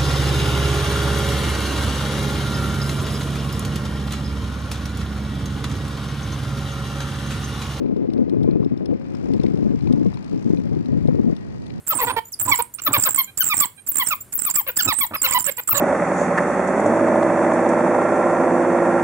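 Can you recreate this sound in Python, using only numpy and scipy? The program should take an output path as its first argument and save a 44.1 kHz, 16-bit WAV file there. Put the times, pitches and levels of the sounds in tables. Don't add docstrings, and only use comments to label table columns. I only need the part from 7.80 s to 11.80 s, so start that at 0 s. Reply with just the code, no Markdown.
import sys
import numpy as np
from scipy import signal
from scipy.fft import rfft, irfft
from scipy.io import wavfile
from scipy.ndimage import uniform_filter1d

SR = 44100
rng = np.random.default_rng(int(sys.argv[2]) if len(sys.argv) > 2 else 0)


def store_wav(level_fs):
    pcm = np.round(np.clip(np.atleast_2d(level_fs), -1, 1) * 32767)
    wavfile.write(sys.argv[1], SR, pcm.T.astype(np.int16))


N = 176400
T = np.arange(N) / SR

# time_s, level_db
GUST_LEVEL = [(0.0, -49), (0.51, -42.5), (0.59, -33), (1.22, -49.5), (1.61, -37.5), (2.05, -37.5),
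              (2.08, -32.5), (2.36, -41.5), (2.38, -56.5), (3.0, -34.5), (3.04, -48), (3.13, -32),
              (3.48, -38.5), (3.58, -51.5), (4.0, -51.5)]
# frequency_hz, density_db
GUST_SPECTRUM = [(20,-40),(50,-20),(80,-5.5),(125,-2),(175,-4),(230,-26),(400,-39),(2000,-120)]
# time_s, level_db
ROAD_LEVEL = [(0,-40.5),(3.5,-37),(4,-33)]
# frequency_hz, density_db
ROAD_SPECTRUM = [(20,-40),(70,-4),(150,3.5),(280,-1.5),(450,-10.5),(900,-26),(8000,-92.5)]
# start_s, end_s, pitch_hz, level_db, wander_hz
WHINES = [(0.42,0.85,2410,-57,45),(1.06,1.43,536,-39,2),(2.85,4.1,1895,-56.5,4)]
# time_s, level_db
SWISH_LEVEL = [(0.0, -56.5), (1.02, -56), (1.45, -52.5), (3.3, -54.5), (4.0, -56)]
# frequency_hz, density_db
SWISH_SPECTRUM = [(150,1),(400,-0.5),(900,-3.5),(1400,-9.5),(2400,-12.5),(3300,-21.5),(5000,-23),(6500,-33),(9000,-39.5),(12000,-55.5)]

# time_s, ticks_per_s
TICK_RATE = [(1.1, 24.2), (1.4, 70.0), (1.55, 63.2), (1.7, 54.6), (1.9, 61.2), (2.1, 58.6), (2.42, 54.9),
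             (2.52, 62.7), (2.75, 56.7), (2.95, 50.7), (3.2, 57.7), (3.4, 49.9), (3.6, 52.8), (4.0, 49.5)]
# time_s, level_db
TICK_LEVEL = [(0.9,-93),(1.15,-67.5),(1.3,-61),(1.45,-57.5),(2.1,-57.5),(2.7,-55),(2.9,-59.5),(3.6,-61),(4,-59.5)]
# frequency_hz, density_db
TICK_SPECTRUM = [(1200,-11.5),(2200,-0.5),(3300,-3.5),(4500,-2),(6500,-4),(7600,-9.5),(9300,-12),(10500,-24),(12000,-30.5),(15000,-22.5)]
# time_s, hiss_to_tick_power_ratio
TICK_HISS = [(2.7,.1),(3.55,.3),(3.72,1.1),(4,.5)]
# time_s, pitch_hz
HUB_RESONANCE = [(2.3,5100),(2.42,4450),(2.55,4550),(2.62,6100),(2.76,6100),(2.9,4600)]

# start_s, level_db
CLACKS = [(0.1646, -43.5), (0.3339, -35.5), (0.4953, -36), (0.6311, -37.5), (0.846, -39), (0.9743, -40.5),
          (1.0575, -33.5), (1.3487, -37.5), (1.5354, -30), (1.6336, -31.5), (1.7725, -39.5),
          (2.1252, -28.5), (2.341, -35.5), (2.4426, -39.5), (3.057, -36.5), (3.2733, -36), (3.5647, -36.5),
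          (3.865, -37.5)]
# pitch_hz, gain_db, t60_s
CLACK_MODES = [(2020,-10,0.01),(2730,-6.5,0.008),(3570,2,0.0043),(4190,-3,0.009),(5180,-3,0.012),(6900,-13.5,0.0021),(8160,-16,0.01),(9360,-12,0.011),(14600,-16.5,.004)]
# start_s, level_db
TAPS = [(0.061, -42.5), (0.3018, -42), (0.378, -44), (0.7099, -41.5), (1.6002, -40), (1.6636, -36),
        (2.0081, -43), (2.0719, -38), (2.2602, -42), (2.3719, -40.5), (2.7712, -39), (3.903, -38)]
# pitch_hz, gain_db, t60_s
TAP_MODES = [(2410,-2.5,0.007),(3370,-6.5,0.0052),(4150,-3.5,0.0087),(5330,-17,.004)]
# start_s, level_db
KNOCKS = [(0.827, -32), (1.3454, -34.5), (2.327, -36), (2.37, -36), (3.2894, -31), (3.3076, -32),
          (3.7454, -43.5)]
# pitch_hz, gain_db, t60_s
FRAME_MODES = [(730,-6.5,.012),(960,1,0.013),(1400,-7,0.015),(1800,-4.5,0.0031)]

# start_s, level_db
BUMPS = [(0.059, -22), (0.387, -13.5), (0.42, -18.5), (0.643, -14), (0.675, -12.5), (0.753, -11.5),
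         (0.859, -11), (1.111, -18), (1.341, -20), (1.502, -14), (1.541, -13), (1.556, -18), (1.594, -13.5),
         (1.639, -13), (1.667, -21), (1.787, -20), (1.845, -17), (2.071, -15.5), (2.097, -14.5),
         (2.134, -12.5), (2.257, -11), (2.53, -16), (2.674, -27), (2.732, -9), (2.855, -19), (3.083, -16.5),
         (3.138, -16), (3.249, -14), (3.284, -8.5), (3.385, -15.5), (3.436, -22), (3.462, -19),
         (3.496, -16.5)]
# pitch_hz, gain_db, t60_s
MOUNT_MODES = [(173.7, 0, 0.048), (250.8, 1, 0.087), (345.6, -1, 0.051), (485, -7, 0.055),
               (684, -12.5, .025), (980, -21.5, 0.026)]
# time_s, level_db
SHAKE_LEVEL = [(0.0, -30), (0.35, -31), (0.39, -27.5), (0.5, -32), (0.53, -28.5), (0.84, -29.5),
               (0.89, -46), (0.92, -28), (0.99, -40.5), (1.01, -30.5), (1.06, -35.5), (1.12, -27),
               (1.19, -39), (1.39, -38.5), (1.44, -33), (1.94, -28), (1.98, -38), (2.08, -27.5),
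               (2.27, -28), (2.32, -39), (2.49, -43), (2.53, -30), (2.63, -37), (2.68, -26), (2.89, -36.5),
               (2.92, -28), (3.04, -36), (3.16, -28), (3.22, -33.5), (3.4, -27), (3.53, -29.5), (3.55, -42),
               (4.0, -53.5)]
# frequency_hz, density_db
MOUNT_SPECTRUM = [(60,-24.5),(120,-9.5),(185,0),(255,1),(330,-4),(420,-10),(560,-19),(800,-32),(1400,-46),(2200,-73.5)]
# time_s, speed_ratio
SPEED = [(0,1.09),(1.6,1.1),(2.1,0.9),(3.4,.96)]

# attenuation_db, incoherent_power_share
MOUNT_RIGHT, GRASS_RIGHT, HUB_RIGHT = (6.63, 0.011), (8.1, 0.66), (11.4, 0.42)
RATTLE_RIGHT, ROAD_RIGHT = (15, 0.35), (-4.5, 0.34)


def from_db(db):
    return 10 ** (np.asarray(db) / 20)


def in_time(rows):
    return np.interp(T, *np.transpose(rows))


def noise():
    return rng.standard_normal((2, N))


def drift(corner_hz):
    step = 40
    pole = np.exp(-2 * np.pi * corner_hz * step / SR)
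    slow = signal.lfilter([1], [1, -2 * pole, pole * pole], rng.standard_normal(N // step + 2002))[2000:]
    slow /= np.sqrt(np.mean(slow ** 2) + 1e-20)
    return np.interp(np.arange(N) / step, np.arange(len(slow)), slow)


def coloured(pair, spectrum, size=8192):
    hz, db = np.transpose(spectrum)
    log_hz = np.log(np.fft.rfftfreq(size, 1 / SR) + 1)
    magnitude = from_db(np.interp(log_hz, np.log(hz), db))
    cepstrum = irfft(np.log(magnitude))
    cepstrum[1:size // 2] *= 2
    cepstrum[size // 2 + 1:] = 0
    response = irfft(np.exp(rfft(cepstrum)))[:size // 2]
    return signal.fftconvolve(pair, response[None] / np.linalg.norm(response), axes=1)[:, :N]


def lowpass(x, hz, order):
    return signal.sosfilt(signal.butter(order, hz, fs=SR, output="sos"), x)


def evened(pair, span_s=0.068):
    return pair / np.sqrt(uniform_filter1d(pair[0] ** 2, int(span_s * SR)) + 1e-9)


def bursts(start_s, level_db, decay_s):
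    impulses = np.zeros(N)
    np.add.at(impulses, np.clip((start_s * SR).astype(int), 0, N - 1), from_db(level_db) ** 2)
    pole = np.exp(-1 / (decay_s * SR))
    return signal.lfilter([(1 - pole) ** 2], [1, -2 * pole, pole * pole], impulses + 1e-18)


def ring(force, hz, t60_s):
    radius, angle = from_db(-60 / (t60_s * SR)), 2 * np.pi * hz / SR
    return signal.lfilter([0, np.sin(angle)], [1, -2 * radius * np.cos(angle), radius * radius], force)


def stereo(pair, balance):
    attenuation_db, share = balance
    right = np.sqrt(share) * pair[1] - np.sqrt(1 - share) * pair[0]
    return np.array([pair[0], from_db(-attenuation_db) * right])


def wind(gain_db=13.5):
    gusts = evened(coloured(noise(), GUST_SPECTRUM))
    return stereo(from_db(gain_db + in_time(GUST_LEVEL)) * gusts, MOUNT_RIGHT)


def road():
    return stereo(from_db(in_time(ROAD_LEVEL)) * coloured(noise(), ROAD_SPECTRUM), ROAD_RIGHT)


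def whines(fade_s=0.12, waver_depth=0.22):
    tones = np.zeros(N)
    for start_s, end_s, pitch_hz, level_db, wander_hz in WHINES:
        fade = np.clip(np.minimum(T - start_s, end_s - T) / fade_s, 0, 1)
        phase = 2 * np.pi * np.cumsum(pitch_hz + wander_hz * drift(30)) / SR
        tones += from_db(level_db) * fade * (1 + waver_depth * drift(15)) * np.sin(phase)
    return stereo([tones, np.zeros(N)], HUB_RIGHT)


def tyres(gain_db=11.5, roughness_db=1.6):
    brushing = noise() * from_db(roughness_db * drift(70))
    swish = coloured(brushing, SWISH_SPECTRUM)
    return stereo(from_db(gain_db + in_time(SWISH_LEVEL)) * swish, GRASS_RIGHT)


def freewheel(jitter_s=0.00037, spread_db=1.8, ring_width_hz=400, ring_db=-1):
    rate = in_time(TICK_RATE)
    teeth_passed = np.floor(np.cumsum(rate * (T > TICK_RATE[0][0])) / SR)
    tick_s = T[1:][np.diff(teeth_passed) > 0]
    timing, strength = rng.standard_normal((400, 2))[:len(tick_s)].T
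    power = bursts(tick_s + jitter_s * timing, spread_db * strength, decay_s=0.0013) * SR / rate
    grit = noise() * np.sqrt(power + in_time(TICK_HISS))
    ticks = from_db(in_time(TICK_LEVEL)) * coloured(grit, TICK_SPECTRUM)
    carrier = np.exp(2j * np.pi * np.cumsum(in_time(HUB_RESONANCE)) / SR)
    ringing = 2 * np.real(carrier * lowpass(ticks / carrier, ring_width_hz / 2, order=1))
    return stereo(ticks + from_db(ring_db) * ringing, HUB_RIGHT)


def rattle(hits, modes, gain_db):
    start_s, level_db = np.transpose(hits)
    contact = np.sqrt(bursts(start_s, level_db + gain_db, decay_s=0.00083)) * noise()
    ringing = sum((-1) ** k * from_db(mode_db) * ring(contact, hz, t60_s)
                  for k, (hz, mode_db, t60_s) in enumerate(modes))
    return stereo(lowpass(ringing, hz=10400, order=2), RATTLE_RIGHT)


def bumps(gain_db=6.5, rise_s=0.002, pitch_spread=0.1, spread_db=2):
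    hz, mode_db, t60_s = np.transpose(MOUNT_MODES)[:, :, None]
    t, thumps = T[:SR // 10], np.zeros(N)
    attack = 1 - np.exp(-(t / rise_s) ** 2)
    decay = np.exp(-np.log(1000) * t / t60_s)
    for start_s, level_db in BUMPS:
        detune, strength = rng.standard_normal((2, len(hz), 1))
        cycles = hz * (1 + pitch_spread * detune) * t + rng.random(hz.shape)
        modes = from_db(mode_db + spread_db * strength) * decay * np.sin(2 * np.pi * cycles)
        thump = attack * modes.sum(axis=0)
        thumps[int(start_s * SR):][:len(t)] += from_db(level_db + gain_db) * thump / np.abs(thump).max()
    return stereo([thumps, np.zeros(N)], MOUNT_RIGHT)


def rumble(gain_db=12, lump_db=4, treble_db_per_db=0.88, neutral_shake_db=-31):
    shake_db = in_time(SHAKE_LEVEL)
    force = noise() * from_db(lump_db * drift(73))
    vibration = evened(coloured(force, MOUNT_SPECTRUM))
    travelled = np.cumsum(in_time(SPEED)) / SR
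    vibration = np.array([np.interp(travelled % T[-1], T, side) for side in vibration])
    bass = lowpass(vibration, hz=346, order=1)
    treble = (vibration - bass) * from_db(treble_db_per_db * (shake_db - neutral_shake_db))
    shaken = from_db(gain_db + shake_db) * (bass + treble)
    return stereo(lowpass(shaken, hz=2000, order=4), MOUNT_RIGHT)


def scene():
    loose_part = rattle(CLACKS, CLACK_MODES, gain_db=2.5) + rattle(TAPS, TAP_MODES, gain_db=10)
    frame = rumble() + bumps() + rattle(KNOCKS, FRAME_MODES, gain_db=6)
    return wind() + road() + tyres() + freewheel() + whines() + loose_part + frame


def record(dry, cutoff_hz=15900):
    rounded = dry / (1 + dry ** 8) ** (1 / 8)
    return signal.sosfilt(signal.ellip(10, 0.1, 80, cutoff_hz, fs=SR, output="sos"), rounded)


dry = scene()
out = record(dry)
store_wav(out)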